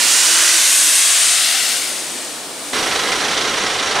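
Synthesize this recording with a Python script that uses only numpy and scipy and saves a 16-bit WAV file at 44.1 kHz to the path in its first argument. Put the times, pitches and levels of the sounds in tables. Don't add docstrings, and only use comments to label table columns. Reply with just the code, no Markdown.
import sys
import numpy as np
from scipy import signal
from scipy.fft import rfft, irfft
from scipy.io import wavfile
from scipy.ndimage import uniform_filter1d, minimum_filter1d, map_coordinates

SR = 44100
rng = np.random.default_rng(int(sys.argv[2]) if len(sys.argv) > 2 else 0)


def master_out(mix):
    frames = np.transpose(np.atleast_2d(mix))
    ceiling = np.clip(frames, -1, 1)
    pcm = np.round(ceiling * 32767).astype(np.int16)
    wavfile.write(sys.argv[1], SR, pcm)


N = 176400
T = np.arange(N) / SR
FREQS = np.maximum(np.arange(N // 2 + 1) * SR / N, 1)
CUT_S = 2.731
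FAR_SIDE_DB = 5.5
RECEDING_SIDE_DB = FAR_SIDE_DB * np.clip(T - 1.5, 0, 1)

# (frequency [Hz], level [dB])
JET_TONE = [(3000, -33.5), (4900, -15), (5600, 0), (7500, 1.5), (9100, 2.5), (10200, -3.5), (12000, -15),
            (15500, -55)]
# (time [s], level [dB])
JET_FADER = [(0, -23), (.1, -17), (.5, -17), (.78, -15), (1.1, -16.5), (1.32, -18), (1.5, -26.5),
             (1.8, -28.5), (2.25, -34), (2.5, -42.5), (2.7, -34.5)]
# (time [s], highs over lows [dB])
JET_TILT = [(.5, -6.5), (.8, 1.5), (1.3, 3.5)]

def jets(split_hz=7300):
    hiss = noise(colour(JET_TONE), RECEDING_SIDE_DB)
    highs = above(hiss, split_hz)
    tilt = undb(curve(JET_TILT) / 2)
    return (highs * tilt + (hiss - highs) / tilt) * undb(curve(JET_FADER))


# (frequency [Hz], level [dB])
SPLASH_TONE = [(120, -51), (350, -18.5), (850, -10.5), (1200, -6), (1750, -1), (4400, 1), (6500, -2),
               (9300, -0.5), (11000, -9), (15500, -21.5)]
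# (time [s], level [dB])
SPLASH_FADER = [(0, -14.5), (.55, -14.5), (.82, -16), (1.15, -15), (1.48, -16), (1.72, -18), (1.92, -24),
                (2.1, -27.5), (2.5, -31.5), (2.73, -30)]
# (time [s], gain [dB])
SPLASH_SHELF = [(.4, 3), (1.1, -1.5), (1.7, -0.5), (2.2, 1)]

def splash(split_hz=1220):
    wash = noise(colour(SPLASH_TONE), RECEDING_SIDE_DB) * undb(curve(SPLASH_FADER))
    highs = above(wash, split_hz)
    return highs + (wash - highs) * undb(curve(SPLASH_SHELF))


# (time [s], half length [s], centre [Hz], width [Hz], level [dB])
SPRAY_SWELLS = [(.42, 0.14, 1520, 1110, -23), (0.818, 0.25, 11400, 2505, -26.5),
                (1.462, 0.1, 4120, 1700, -26.5), (1.68, .22, 12500, 3500, -37)]

def swells():
    return sum(noise(resonance(hz, width)) * undb(db) * np.exp(-((T - at) / length) ** 2)
               for at, length, hz, width, db in SPRAY_SWELLS)


# (time [s], lag [ms])
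ECHO_LAG = [(0, 2.15), (1.1, 1.8), (1.5, 1.42), (1.85, 1.38), (2.3, 1.75)]

def wagon_echo(x, level_db=-15, top_hz=3600):
    late = np.arange(N) - curve(ECHO_LAG) * SR / 1000
    dull = x - above(x, top_hz)
    return x + undb(level_db) * np.array([map_coordinates(side, [late], mode="mirror") for side in dull])


def shimmer(x, depth_db=.8, band_hz=190, rate_hz=4):
    size = 1024
    bands = signal.stft(x, nperseg=size)[2]
    drift = rng.standard_normal(bands.shape[1:])
    for axis, span in enumerate([band_hz * size / SR, 2 * SR / size / rate_hz]):
        for _ in range(2):
            drift = uniform_filter1d(drift, round(span), axis=axis, mode="wrap")
    return signal.istft(bands * undb(depth_db * drift / drift.std()), nperseg=size)[1][:, :N]


# (time [s], left over right [dB])
PASS_PAN = [(0, -3), (1.2, 2), (1.6, 3.5), (2.7, 1.2)]

def spray():
    return shimmer(wagon_echo(splash() + jets() + swells())) * pan(curve(PASS_PAN))


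# (frequency [Hz], level [dB])
WHEEL_TONE = [(25, -36), (55, -26), (115, -17.5), (190, -8.5), (262, 0), (400, -2), (600, -1.5), (900, -5),
              (1500, -8), (3000, -24.5)]
# (time [s], level [dB])
WHEEL_FADER = [(0, -33.5), (.45, -40), (.9, -42), (1.48, -42), (1.65, -35.5), (2.73, -34)]

def wheels():
    return noise(colour(WHEEL_TONE), FAR_SIDE_DB) * undb(curve(WHEEL_FADER))


# (time [s], centre [Hz], level [dB])
RAIL_RING = [(0, 613, -48), (.85, 649, -41), (1.55, 723, -37), (1.95, 663, -42.5), (2.7, 631, -49)]

def rail(width_hz=190):
    phase = 2 * np.pi * np.cumsum(curve(RAIL_RING)) / SR
    ring = (walk(width_hz / 2) * np.cos(phase) + walk(width_hz / 2) * np.sin(phase)) / np.sqrt(2)
    return ring * undb(curve(RAIL_RING, column=2))


# (time [s], pitch [Hz], level [dB])
BOGIE_GROAN = [(0, 272.6, -46), (.18, 320, -48), (.32, 342, -41), (.55, 338, -42), (.72, 322, -53),
               (.88, 298, -43), (1.15, 285, -57)]

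def bogie(wobble_hz=5.5, rate_hz=22, octave_db=-2, rough_db=2):
    phase = 2 * np.pi * np.cumsum(curve(BOGIE_GROAN) + wobble_hz * walk(rate_hz)) / SR
    force = undb(curve(BOGIE_GROAN, column=2))
    groan = np.sin(phase) + undb(octave_db) * force / force.max() * np.sin(2 * phase)
    return np.sqrt(2) * groan * force * undb(rough_db * walk(rate_hz))


# (time [s], level [dB])
HUM_FADER = [(0, -61.5), (.8, -75), (1.45, -74), (1.72, -60.5), (2.73, -66)]

def generator(hz=76.3, octave_db=3):
    phase = 2 * np.pi * hz * T
    hum = np.sin(phase) + undb(octave_db) * np.sin(2 * phase)
    return np.sqrt(2) * hum * undb(curve(HUM_FADER) + walk(8))


# (rate [knocks/s], time of one knock [s], decay [s])
SLOW_RHYTHM = (23.89, 3.367, .022)
FAST_RHYTHM = (31.05, 3.3435, .014)
# (level [dB], left over right [dB])
SLOW_MIX = (-25, -2.5)
FAST_MIX = (-27.5, -1.3)
# (frequency [Hz], level [dB])
SLOW_TONE = [(500, -18), (1200, -5), (2050, -3), (2580, -3), (3400, 1), (5150, -6), (5750, -2),
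             (6800, -13.5), (9500, -15.5), (14000, -43)]
FAST_TONE = [(300, -15), (750, -0.5), (3900, -1), (4900, -18), (5800, 2.5), (7000, -2.5), (14000, -48)]

def diesel(rhythm, mix, tone, jitter_s=.002, scatter_db=1.1):
    (rate, at, decay), (db, pan_db) = rhythm, mix
    firings = (T - at + jitter_s * walk(rate / 2)) * rate
    count = np.floor(firings).astype(int)
    sizes = undb(scatter_db * rng.standard_normal(size=256))
    age = (firings - count) / rate
    gate = sum(sizes[(count - k) % len(sizes)] * blow(age + k / rate, decay) for k in range(2))
    return housed(tone) * gate / np.sqrt(np.mean(gate ** 2)) * undb(db) * pan(pan_db)


# (time [s], level [dB])
CLANK_HITS = [(2.957, -13), (3.085, -17), (3.118, -14.5), (3.313, -17), (3.374, -15), (3.474, -16),
              (3.666, -23), (3.792, -16)]
# (frequency [Hz], level [dB])
CLANK_TONE = [(400, -19), (1300, -1), (3500, 4), (6000, -5.5), (14000, -37)]

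def clanks(decay_s=.012):
    return housed(CLANK_TONE) * sum(undb(db) * blow(T - at, decay_s) for at, db in CLANK_HITS)


# (frequency [Hz], level [dB])
FAN_TONE = [(25, -13), (120, -11), (270, 1.5), (540, 2.5), (880, -4), (1500, 0.5), (2600, -4), (3900, -0.5),
            (5100, -7.5), (9500, -13.5), (15500, -43)]
# (time [s], level [dB])
FAN_FADER = [(2.73, -20.5), (4, -21.3)]

def fans():
    return housed(FAN_TONE) * undb(curve(FAN_FADER))


# (centre [Hz], width [Hz], peak against the dry sound [dB])
HOUSING_MODES = [(94, 12, -1), (148.4, 15, 0.5), (433, 39, -2.5), (773, 114, 0.5), (1027, 105, 1.5),
                 (1307, 120, -2), (1600, 55, -7), (2020, 290, -4.5), (2920, 130, -11), (4130, 86, -20),
                 (4770, 63, -1), (5600, 230, -4.5)]

def housed(tone):
    body = 1 + sum(undb(db) * resonance(hz, width) for hz, width, db in HOUSING_MODES)
    return noise(colour(tone) * body)


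# (centre [Hz], width [Hz], level [dB])
AIR_BAND = (910, 1140, -18)

def air_rush(start_s=3.942, attack_s=.018):
    hz, width, db = AIR_BAND
    return noise(resonance(hz, width)) * undb(db) * np.clip((T - start_s) / attack_s, 0, 1)


# (centre [Hz], width [Hz], level at the cut [dB], fall [dB/s])
HISS_BAND = (8600, 3500, -30.5, 9.5)

def station_hiss():
    hz, width, db, fall = HISS_BAND
    return noise(resonance(hz, width)) * undb(db - fall * np.maximum(T - CUT_S, 0))


def undb(db):
    return 10 ** (np.asarray(db) / 20)


def curve(rows, column=1):
    rows = np.array(rows, float)
    return np.interp(T, rows[:, 0], rows[:, column])


def colour(points):
    hz, db = np.array(points, float).T
    return undb(np.interp(np.log(FREQS), np.log(hz), db))


def resonance(hz, width):
    return 1 / (1 + ((FREQS - hz ** 2 / FREQS) / width) ** 2)


def above(x, hz):
    return irfft(rfft(x) / (1 + (hz / FREQS) ** 12), N)


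def noise(eq, widen_db=0, diffuse_db=-13.5):
    mid, side = (irfft(rfft(rng.standard_normal(N)) * eq, N) for _ in range(2))
    return (mid + undb(diffuse_db + widen_db) * np.array([side, -side])) / mid.std()


def pan(db):
    return undb(np.array([db, -db]) / 2).reshape(2, -1)


def walk(hz):
    x = irfft(rfft(rng.standard_normal(N)) / (1 + (FREQS / hz) ** 4), N)
    return x / x.std()


def blow(age, decay, attack_s=.002):
    age = np.maximum(age, 0)
    return (1 - np.exp(-age / attack_s)) * np.exp(-age / decay)


def scene():
    passing = spray() + wheels() + rail() + bogie() + generator()
    engines = diesel(SLOW_RHYTHM, SLOW_MIX, SLOW_TONE) + diesel(FAST_RHYTHM, FAST_MIX, FAST_TONE)
    standing = engines + (fans() + clanks() + air_rush()) * pan(db=-2.0) + station_hiss()
    return np.where(T < CUT_S, passing, standing)


# (frequency [Hz], side gain [dB])
MIC_WIDTH = [(200, -21), (380, -14), (700, -1.5), (2400, 1), (9500, 0.5), (13000, -17.5)]

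def record(dry, limiter_s=.004, top_hz=15700):
    mid = (dry[0] + dry[1]) / 2
    side = irfft(rfft(dry[0] - dry[1]) / 2 * colour(MIC_WIDTH), N)
    heard = np.array([mid + side, mid - side])
    size = int(limiter_s * SR)
    duck = 1 / np.maximum(np.abs(heard).max(axis=0), 1)
    gain = uniform_filter1d(minimum_filter1d(duck, size), size)
    return irfft(rfft(heard * gain) * (FREQS < top_hz), N)


dry = scene()
out = record(dry)
master_out(out)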